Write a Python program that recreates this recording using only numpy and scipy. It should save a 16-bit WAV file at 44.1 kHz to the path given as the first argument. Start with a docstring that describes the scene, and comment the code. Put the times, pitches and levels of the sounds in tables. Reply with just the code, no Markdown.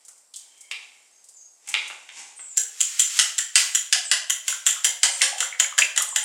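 """Eggs are opened and then beaten in a bowl, in an open kitchen with hard, echoing walls. First hands rub and
snap the shells, tap eggs on the bowl and put things down with hollow knocks; small birds whistle outside. At
about 2.6 s the bowl is picked up, and a fork starts to strike it five times a second. Fork and bowl ring, the
egg slops, and air pockets plop shut. Near the end the microphone moves closer, so there is less echo, and
lifted egg falls back with a smack. A limiter turns down the loudest clicks."""
import sys
import numpy as np
from scipy import signal
from scipy.fft import rfft, irfft
from scipy.io import wavfile
from scipy.ndimage import uniform_filter1d, minimum_filter1d

SR = 44100
rng = np.random.default_rng(int(sys.argv[2]) if len(sys.argv) > 2 else 0)


def pcm_store(signal):
    """Save signal as 16-bit PCM."""
    levels = np.round(np.clip(np.atleast_2d(signal), -1, 1) * 32767)
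    wavfile.write(sys.argv[1], SR, levels.astype(np.int16).T)


N = 275184
TIME = np.arange(N) / SR

# Tone colours, or how strong each pitch is in a noise: (frequency [Hz], relative level [dB])
AIR_TONE = [(15, -74), (25, -36), (309, -9.5), (624, -2), (1290, -7.5), (2610, -18), (4250, -9.5),
            (4740, -4), (5880, -3), (6380, -40.5), (7310, 6), (8830, 0), (11900, -17.5), (14000, -14),
            (16000, -47)]  # outdoor hush and insects
RUB_TONE = [(59, -50), (100, -26), (265, -13.5), (673, -17.5), (814, -2), (1270, -12), (2200, -1.5),
            (4250, -8), (7220, 2), (9910, -9.5), (13900, -42), (15800, -76)]  # rubbing and sliding
SNAP_TONE = [(200, -42), (1500, -42), (2800, -13.5), (4500, -6.5), (7000, 9), (8700, 8), (11000, -6),
             (15800, -22)]  # breaking eggshell
THUD_TONE = [(60, -22), (180, -11), (400, -1.5), (900, 6.5), (1500, 14), (3000, -11), (8000, -33)]  # the table top
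SLOP_TONE = [(30, -70), (200, -66), (380, -24), (600, -21.5), (1200, -4), (2500, 5.5), (4500, 3.5),
             (7500, 11), (10000, -1), (11500, -6), (15800, -17)]  # stirred egg
SMACK_TONE = [(300, -48), (2800, -28), (7000, 2.5), (9500, 1.5), (11500, -6), (15800, -23)]  # falling egg
CRACK_TONE = [(100, -42), (400, -40), (1000, -25.5), (2000, -1.5), (3200, 2), (4300, 3.5), (5100, 3.5),
              (6100, 2), (7500, 6), (9900, -0.5), (11200, -12), (15800, -46.5)]  # the fork on the bowl's wall

# Notes that struck things ring with; wider ones die sooner: (pitch [Hz], width [Hz], relative level [dB])
HOLLOW_NOTES = [(870, 45, -20.5), (2270, 310, 0), (2666, 170, 0), (2870, 327, 4), (3450, 340, 0.5),
                (3980, 150, -6), (4650, 1500, -6.5)]  # eggs tapped on the bowl and things put down
FOOT_NOTES = [(470, 47, -8), (700, 34, -17), (788, 30, -10), (1564, 36, 5.5), (1690, 33, 5), (2070, 110, 2)]  # the bowl's foot on the table
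GLUG_NOTES = [(568, 39, -4.5), (688.5, 25, -2.5), (867, 42, 0), (1001, 48, 2.5)]  # the hollow under the egg
BOWL_NOTES = [(1158, 190, -10.5), (1308, 94, -4), (1700, 144, 4), (2030, 106, 4.5), (2264, 390, -7.5)]  # the bowl's body
RIM_NOTES = [(2765, 55, -9), (2840, 160, 2.5), (3845, 73, -6), (4440, 130, -13), (4860, 130, -16),
             (4960, 300, 0.5), (6177, 69, 0), (8294, 83, 2.5), (10100, 170, -8)]  # its stiff rim, woken by hard strokes
NECK_NOTES = [(3146, 62, -1.5), (3230, 333, 9.5), (3660, 320, -14)]  # the fork's neck
PRONG_NOTES = [(5926, 120, -6), (7040, 152, 3), (7366, 180, 2.5), (8910, 460, -7.5), (10010, 440, -7.5),
               (11380, 490, -20), (13300, 680, -18), (16400, 1400, -17.5)]  # its prongs

# How long the kitchen echoes: (frequency [Hz], base time to fade by 60 dB [s])
ECHO_TIMES = [(200, 0.23), (600, 0.94), (1200, 0.53), (2800, 0.52), (7300, 0.46), (11000, 0.4),
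              (16000, 0.46)]
# How much echo and hush spread to left and right: (frequency [Hz], gain [dB])
STEREO_WIDTH = [(50, 1), (150, -8), (400, -15), (1200, -16), (2500, -16.5), (4500, -26), (7000, -49),
                (9000, -14.5), (12000, -8), (16000, -65)]
# The microphone's path, which sets the amount of echo: (time [s], distance from the bowl [m])
DISTANCE = [(0, 1.6), (3.6, 1.26), (4.4, 1.17), (5.2, 1.38), (5.65, 0.71), (6.24, 0.99)]
# One bird's falling chirps: (time [s], length [s], starting pitch [Hz], level [dB])
CHIRPS = [(1.322, 0.096, 7730, -48), (2.351, 0.088, 9100, -39.5), (2.378, 0.18, 8650, -41.5),
          (4.037, 0.05, 8900, -32.5), (5.099, .065, 9100, -30.5), (6.05, 0.083, 8900, -33.5),
          (6.21, 0.11, 9580, -28)]
# Other birds' held whistles: (time [s], length [s], pitch [Hz], level [dB])
WHISTLES = [(.33, .75, 3160, -66), (.47, .6, 2230, -64), (0.927, .7, 4900, -72), (1.082, .15, 6440, -62),
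            (1.39, .1, 6540, -51)]
# Hands rubbing shells and sliding the bowl: (peak time [s], fade time [s], level [dB])
RUBS = [(.01, 0.21, -64.5), (.4, 0.9, -63), (.8, 0.17, -60), (1.702, 0.19, -43), (2.179, 0.084, -41.5)]
# Eggshell snaps: (time [s], level [dB])
SNAPS = [(.05, -41), (0.082, -36), (.178, -47), (0.338, -36.5), (0.36, -28.5), (0.575, -47), (.608, -37),
         (0.714, -34), (1.241, -43.5), (1.287, -40), (1.673, -33), (1.688, -24), (1.877, -33)]
# Eggs tapped on the bowl's rim and things put down on the table: (time [s], ring level [dB], pitch factor
# [ratio], thud level [dB])
KNOCKS = [(0.082, -59, 0.82, -56.5), (.34, -38, 1.4, -76.5), (.712, -22.5, 1.03, -45),
          (1.676, -37, 0.93, -49), (1.74, -12.5, 0.958, -28), (1.9, -32, 0.93, -35.5),
          (2.089, -35, .93, -53), (2.392, -42, 0.92, -45)]
# Heavier drags of the fork through the egg: (peak time [s], swell time [s], level [dB])
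DRAGS = [(2.96, 0.19, -39.5), (3.175, 0.063, -28.5), (3.589, 0.009, -26.5), (4.477, 0.019, -40.5),
         (4.662, 0.0033, -36), (5.205, 0.046, -35.5)]
# Air pockets closing in the egg: (time [s], starting pitch [Hz], level [dB])
PLOPS = [(3.392, 1750, -23.5), (3.96, 693, -37.5), (4.525, 1390, -25.5), (4.763, 1287, -32.5),
         (5.06, 663, -34), (5.211, 2030, -17), (5.327, 726, -31), (5.427, 1385, -23), (5.525, 2070, -25),
         (5.548, 1900, -31), (5.644, 2150, -21), (5.646, 1650, -24), (5.725, 1180, -31),
         (5.789, 1646, -14.5), (5.817, 2235, -14.5), (5.821, 2550, -7), (6.007, 1140, -26),
         (6.126, 990, -36.5)]
# Fork strokes: (time [s], prong level [dB], crack level [dB], bowl level [dB], bounce gain [dB])
STROKES = [(2.571, -12.5, -27.5, -62, 1), (2.805, -12.5, -26, -35.5, 2), (2.994, -8.5, -23, -31, -1.5),
           (3.19, -17, -10, -20.5, -0.5), (3.381, -15.5, -25, -33.5, 3), (3.556, -13.5, -8.5, -18.5, -14),
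           (3.748, -12, -46, -27.5, 2), (3.926, -17.5, -11.5, -19.5, -3), (4.114, -20, -11, -16.5, -6),
           (4.298, -14, -32, -26, 2), (4.48, -14, -25, -27.5, -7), (4.665, -8.5, -26, -23, -4),
           (4.844, -11, -19.5, -23, -1.5), (5.032, -13.5, -11, -19.5, -9), (5.217, -17, -10, -19.5, -22),
           (5.382, -27, -31, -40, -21), (5.404, -14, -23.5, -23.5, -20), (5.598, -7.5, -19, -19, -5.5),
           (5.779, -17.5, -25, -17.5, -12), (5.786, -8.5, -15, -19, -21), (5.962, -31, -21.5, -30, -10),
           (5.976, -10, -24.5, -20, -13), (6.16, -11.5, -20.5, -21, -15)]


def amp(db):
    """Turns decibels into a number to multiply a sound by."""
    return 10 ** (np.asarray(db) / 20)


def unit_level(sound):
    """Scales a sound so that its average strength (rms) is 1."""
    return sound / np.sqrt(np.mean(sound ** 2) + 1e-20)


def look_up(points, hz):
    """Reads between the rows of a frequency table, spacing octaves evenly."""
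    table_hz, value = np.transpose(points)
    return np.interp(np.log(hz + 1), np.log(table_hz + 1), value)


def add(mix, s, sound):
    """Mixes a sound in, starting at s seconds."""
    part = mix[max(round(s * SR), 0):][:len(sound)]
    part += sound[:len(part)]


def swell(s, rise_s, fall_s):
    """A loudness curve that grows to 1 at s seconds and dies away."""
    return np.exp(np.maximum(np.minimum((TIME - s) / rise_s, (s - TIME) / fall_s), -40))


def click(tone, size=4096):
    """One sharp click with the given tone colour."""
    log_gain = np.log(amp(look_up(tone, abs(np.fft.fftfreq(size, 1 / SR)))))
    return np.fft.ifft(np.exp(np.conj(signal.hilbert(log_gain)))).real


def grains(tone, per_s, spread_db):
    """A swarm of tiny clicks of uneven size."""
    sizes = amp(spread_db * np.minimum(rng.exponential(1, N), 4)) * rng.standard_normal(N)
    spikes = sizes * (rng.random(N) < per_s / SR)
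    return unit_level(signal.oaconvolve(spikes, click(tone))[:N])


def ring(notes, drift=0.021, vary_db=2):
    """Fading notes, a little different each time, as grip, load of egg and the spot struck vary."""
    t = TIME[:4096]
    sound = np.zeros(len(t))
    for k, (hz, width, db) in enumerate(notes):
        strength = amp(db + vary_db * rng.uniform(-1.24, 1)) * np.sqrt(width)
        pitch = hz * (1 + drift * (2 * rng.random() - 1))
        sound += strength * np.exp(-np.pi * width * t) * np.cos(2 * np.pi * pitch * t + k * np.pi / 2)
    band_hz = [min(notes)[0] * .75, min(max(notes)[0] * 1.3, SR * .45)]
    return signal.sosfilt(signal.butter(2, band_hz, "band", fs=SR, output="sos"), sound)


def strike(body, db, contact_s, size=1024):
    """A brief chatter of touches sets a body sounding; db is its level if packed into 2 ms."""
    fade = np.exp(-(TIME[:size] / contact_s / 2) ** 2)
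    chatter = rng.standard_normal(size) * fade
    for _ in range(6):  # keep it short, yet about equally strong at all pitches
        chatter = irfft(np.exp(1j * np.angle(rfft(chatter)))) * np.minimum(2 * fade, 1)
    sound = signal.fftconvolve(chatter, body)
    return amp(db) * sound / np.linalg.norm(sound) * np.sqrt(SR * .002)


def bounce(sound):
    """The same ring again, slightly smeared by a second touch."""
    scatter = strike(np.ones(1), 0, contact_s=0.00092)
    return signal.fftconvolve(sound, scatter / np.linalg.norm(scatter))


def air(db=-62):
    """A steady outdoor hush with a high hiss of insects."""
    noise = rng.standard_normal(N + 4096)
    return amp(db) * unit_level(signal.oaconvolve(noise, click(AIR_TONE), "valid")[:N])


def room(sound, linger=1., early_db=3, early_s=0.081, gap_s=0.001, echoes_per_s=5000):
    """Dense wall echoes, strongest early on, which shift as the source and microphone move."""
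    out, t = np.zeros(N), TIME[:SR]
    for k in range(3):  # three echo patterns take turns fading in and out
        echoes = rng.standard_normal(SR) * (rng.random(SR) < echoes_per_s / SR)
        hz, delay_s, spectrum = signal.stft(echoes, SR, nperseg=256)
        fade = amp(-60 * delay_s / (linger * look_up(ECHO_TIMES, hz)[:, None]))
        tail = signal.istft(spectrum * fade, SR, nperseg=256)[1][:SR]
        tail *= np.clip(t / gap_s - 1, 0, 1) * amp(early_db * np.exp(-t / early_s))
        share = np.cos(np.pi * (TIME + k / 3)) * np.sqrt(2 / 3)
        out += signal.oaconvolve(sound * share, tail / np.linalg.norm(tail))[:N]
    return out


def birds(flutter_hz=70):
    """Falling chirps and held whistles; tone and loudness flutter on their way in from the garden."""
    out = np.zeros(N)
    smoothing = signal.butter(2, flutter_hz, fs=SR, output="sos")
    for calls, fall_octaves, waver in ((CHIRPS, .37, 0.0316), (WHISTLES, 0, .012)):
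        for s, length_s, start_hz, db in calls:
            n = int(length_s * SR)
            wobble = unit_level(uniform_filter1d(rng.standard_normal(n), size=90))
            hz = start_hz * 2 ** np.linspace(0, -fall_octaves, n) * (1 + waver * wobble)
            flutter = signal.sosfilt(smoothing, rng.standard_normal((2, n)))
            phase = 2 * np.pi * np.cumsum(hz) / SR
            tone = unit_level(flutter[0] * np.sin(phase) + flutter[1] * np.cos(phase))
            add(out, s, amp(db) * signal.windows.tukey(n, .6) * tone)
    return out


def hands(rise_s=0.029):
    """Hands rub the shells and slide the bowl: grainy sounds that start quickly and trail off."""
    level = sum(amp(db) * swell(s, rise_s, fade_s) for s, fade_s, db in RUBS)
    return level * grains(RUB_TONE, per_s=5000, spread_db=1.4)


def shells_and_knocks(crumble_s=0.0076, bounce_s=0.0084, lift_s=2.572):
    """Shells snap, eggs are tapped on the bowl and things knock on the table; gives the direct sound and the
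    part that will echo."""
    direct, to_room = np.zeros(N), np.zeros(N)
    snap, thud = click(SNAP_TONE), click(THUD_TONE)
    for s, db in SNAPS:
        hit = strike(snap, db, contact_s=0.00474)
        add(direct, s, hit)
        add(direct, s + crumble_s, strike(snap, db - 6, contact_s=0.0041))  # the break runs on
        add(to_room, s, amp(-4) * hit)
    for s, db, pitch, thud_db in KNOCKS:
        notes = [(hz * pitch, width, note_db) for hz, width, note_db in HOLLOW_NOTES]
        hit = strike(ring(notes, drift=0.026), db, contact_s=0.0016)
        hit += strike(thud, thud_db, contact_s=0.0039)
        tick = strike(snap, db - 13.5, contact_s=0.0019)
        add(direct, s, hit + tick)
        add(direct, s + bounce_s, amp(-6) * bounce(hit))
        add(to_room, s, amp(-0.9) * hit)
    # the bowl's foot knocks the table as it is picked up
    foot = strike(ring(FOOT_NOTES, drift=0.013), db=-32.5, contact_s=0.0027)
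    add(direct, lift_s, foot)
    add(to_room, lift_s, foot)
    return direct, to_room


def egg(fade_s=0.075, smack_s=6.02, rise_per_s=14, fade_cycles=3.7, swell_s=0.0012):
    """Egg swishes with the fork and smacks down once; air pockets rise in pitch as they close."""
    sweeps = amp(-42) * np.max([swell(s, rise_s=.015, fall_s=fade_s) for s, *_ in STROKES[1:]], axis=0)
    drags = sum(amp(db) * swell(s, rise_s, fade_s) for s, rise_s, db in DRAGS)
    out = (sweeps + drags) * grains(SLOP_TONE, per_s=7000, spread_db=1.5)
    add(out, smack_s, strike(click(SMACK_TONE), db=-14, contact_s=0.0056))
    t = TIME[:SR // 20]
    for s, hz, db in PLOPS:
        shape = (1 - np.exp(-t / swell_s)) ** 2 * np.exp(-t * hz / fade_cycles)
        note = np.sin(2 * np.pi * np.cumsum(hz * (1 + rise_per_s * t)) / SR)
        add(out, s, amp(db) * shape / shape.max() * note)
        squelch = strike(ring([(hz, 0.45 * hz, 0)]), db - 6, contact_s=0.0062)
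        add(out, s, squelch)
    return out


def fork(scrape_lead_s=0.0054, bounce_s=.0053, full_swing_s=5.29):
    """The springy fork scrapes in, hits and bounces; gives the direct sound, then fork and bowl alone."""
    direct, metal, bowl = np.zeros(N), np.zeros(N), np.zeros(N)
    crack = click(CRACK_TONE)
    for s, prong_db, crack_db, bowl_db, bounce_db in STROKES:
        neck_db = bowl_db + 0.63 * (prong_db - bowl_db) - 2.93  # follows both bowl and prongs
        glug_db = bowl_db - 13 - 6 * max(full_swing_s - s, 0)  # weaker until the beating gets going
        glug_db += 0.42 * (crack_db - bowl_db)  # a hard stroke digs deeper into the egg
        fork_ring = strike(ring(PRONG_NOTES, drift=.025), prong_db, contact_s=0.0017)
        fork_ring += strike(ring(NECK_NOTES), neck_db, contact_s=0.00139)
        wall = strike(crack, crack_db - .7, contact_s=.0013)
        wall += strike(ring(RIM_NOTES, drift=0.032), crack_db - 4, contact_s=0.00087)
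        wall += strike(ring(BOWL_NOTES, drift=0.046), bowl_db, contact_s=.0009)
        glug = strike(ring(GLUG_NOTES, drift=0.17), glug_db, contact_s=0.00618)
        add(direct, s, fork_ring + wall + glug)
        add(direct, s + bounce_s, amp(bounce_db) * bounce(fork_ring + wall))
        add(direct, s - scrape_lead_s, strike(crack, prong_db - 19, contact_s=0.01))
        add(metal, s, fork_ring)
        add(bowl, s, wall + glug)
    return direct, metal, bowl


def scene():
    """Everything shares one kitchen; the left and right channels hear almost the same sound."""
    strokes, metal, bowl = fork()
    clatter, clatter_to_room = shells_and_knocks()
    egg_and_hands, birdsong = egg() + hands(), birds()
    echo_share = np.interp(TIME, *np.transpose(DISTANCE))  # farther away means more echo
    from_fork = echo_share * (amp(1.5) * metal + amp(-3.2) * egg_and_hands)
    from_bowl = echo_share * amp(2) * bowl  # the broad bowl fills the room more than the thin fork
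    from_rest = echo_share * clatter_to_room + birdsong
    echoes = room(from_fork, linger=0.86) + room(from_bowl, linger=0.89) + room(from_rest, linger=1.17)
    middle = strokes + clatter + egg_and_hands + amp(-6) * birdsong + echoes + air()
    all_around = room(from_fork + from_bowl + from_rest) + air()
    width = amp(look_up(STEREO_WIDTH, np.fft.rfftfreq(N, 1 / SR)))
    side = irfft(rfft(all_around) * width, N)
    return np.array([middle + side, middle - side])


def record(dry, low_cut_hz=70, high_cut_hz=16000, recovery_db_per_s=800):
    """A fast limiter turns down the loudest peaks; then the deepest bass and highest treble are cut."""
    peak_db = 20 * np.log10(abs(dry).max(0) + 1e-9)
    recovery_db = TIME * recovery_db_per_s
    over_db = np.maximum(np.maximum.accumulate(peak_db + recovery_db) - recovery_db, 0)
    gain_db = uniform_filter1d(minimum_filter1d(-over_db, size=61), size=61)
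    low_cut = signal.butter(1, low_cut_hz, "high", fs=SR, output="sos")
    high_cut = signal.firwin(301, high_cut_hz, window=("kaiser", 8), fs=SR)
    limited = signal.sosfilt(low_cut, dry * amp(gain_db))
    return signal.oaconvolve(limited, high_cut[None], "same")


dry = scene()
out = record(dry)
pcm_store(out)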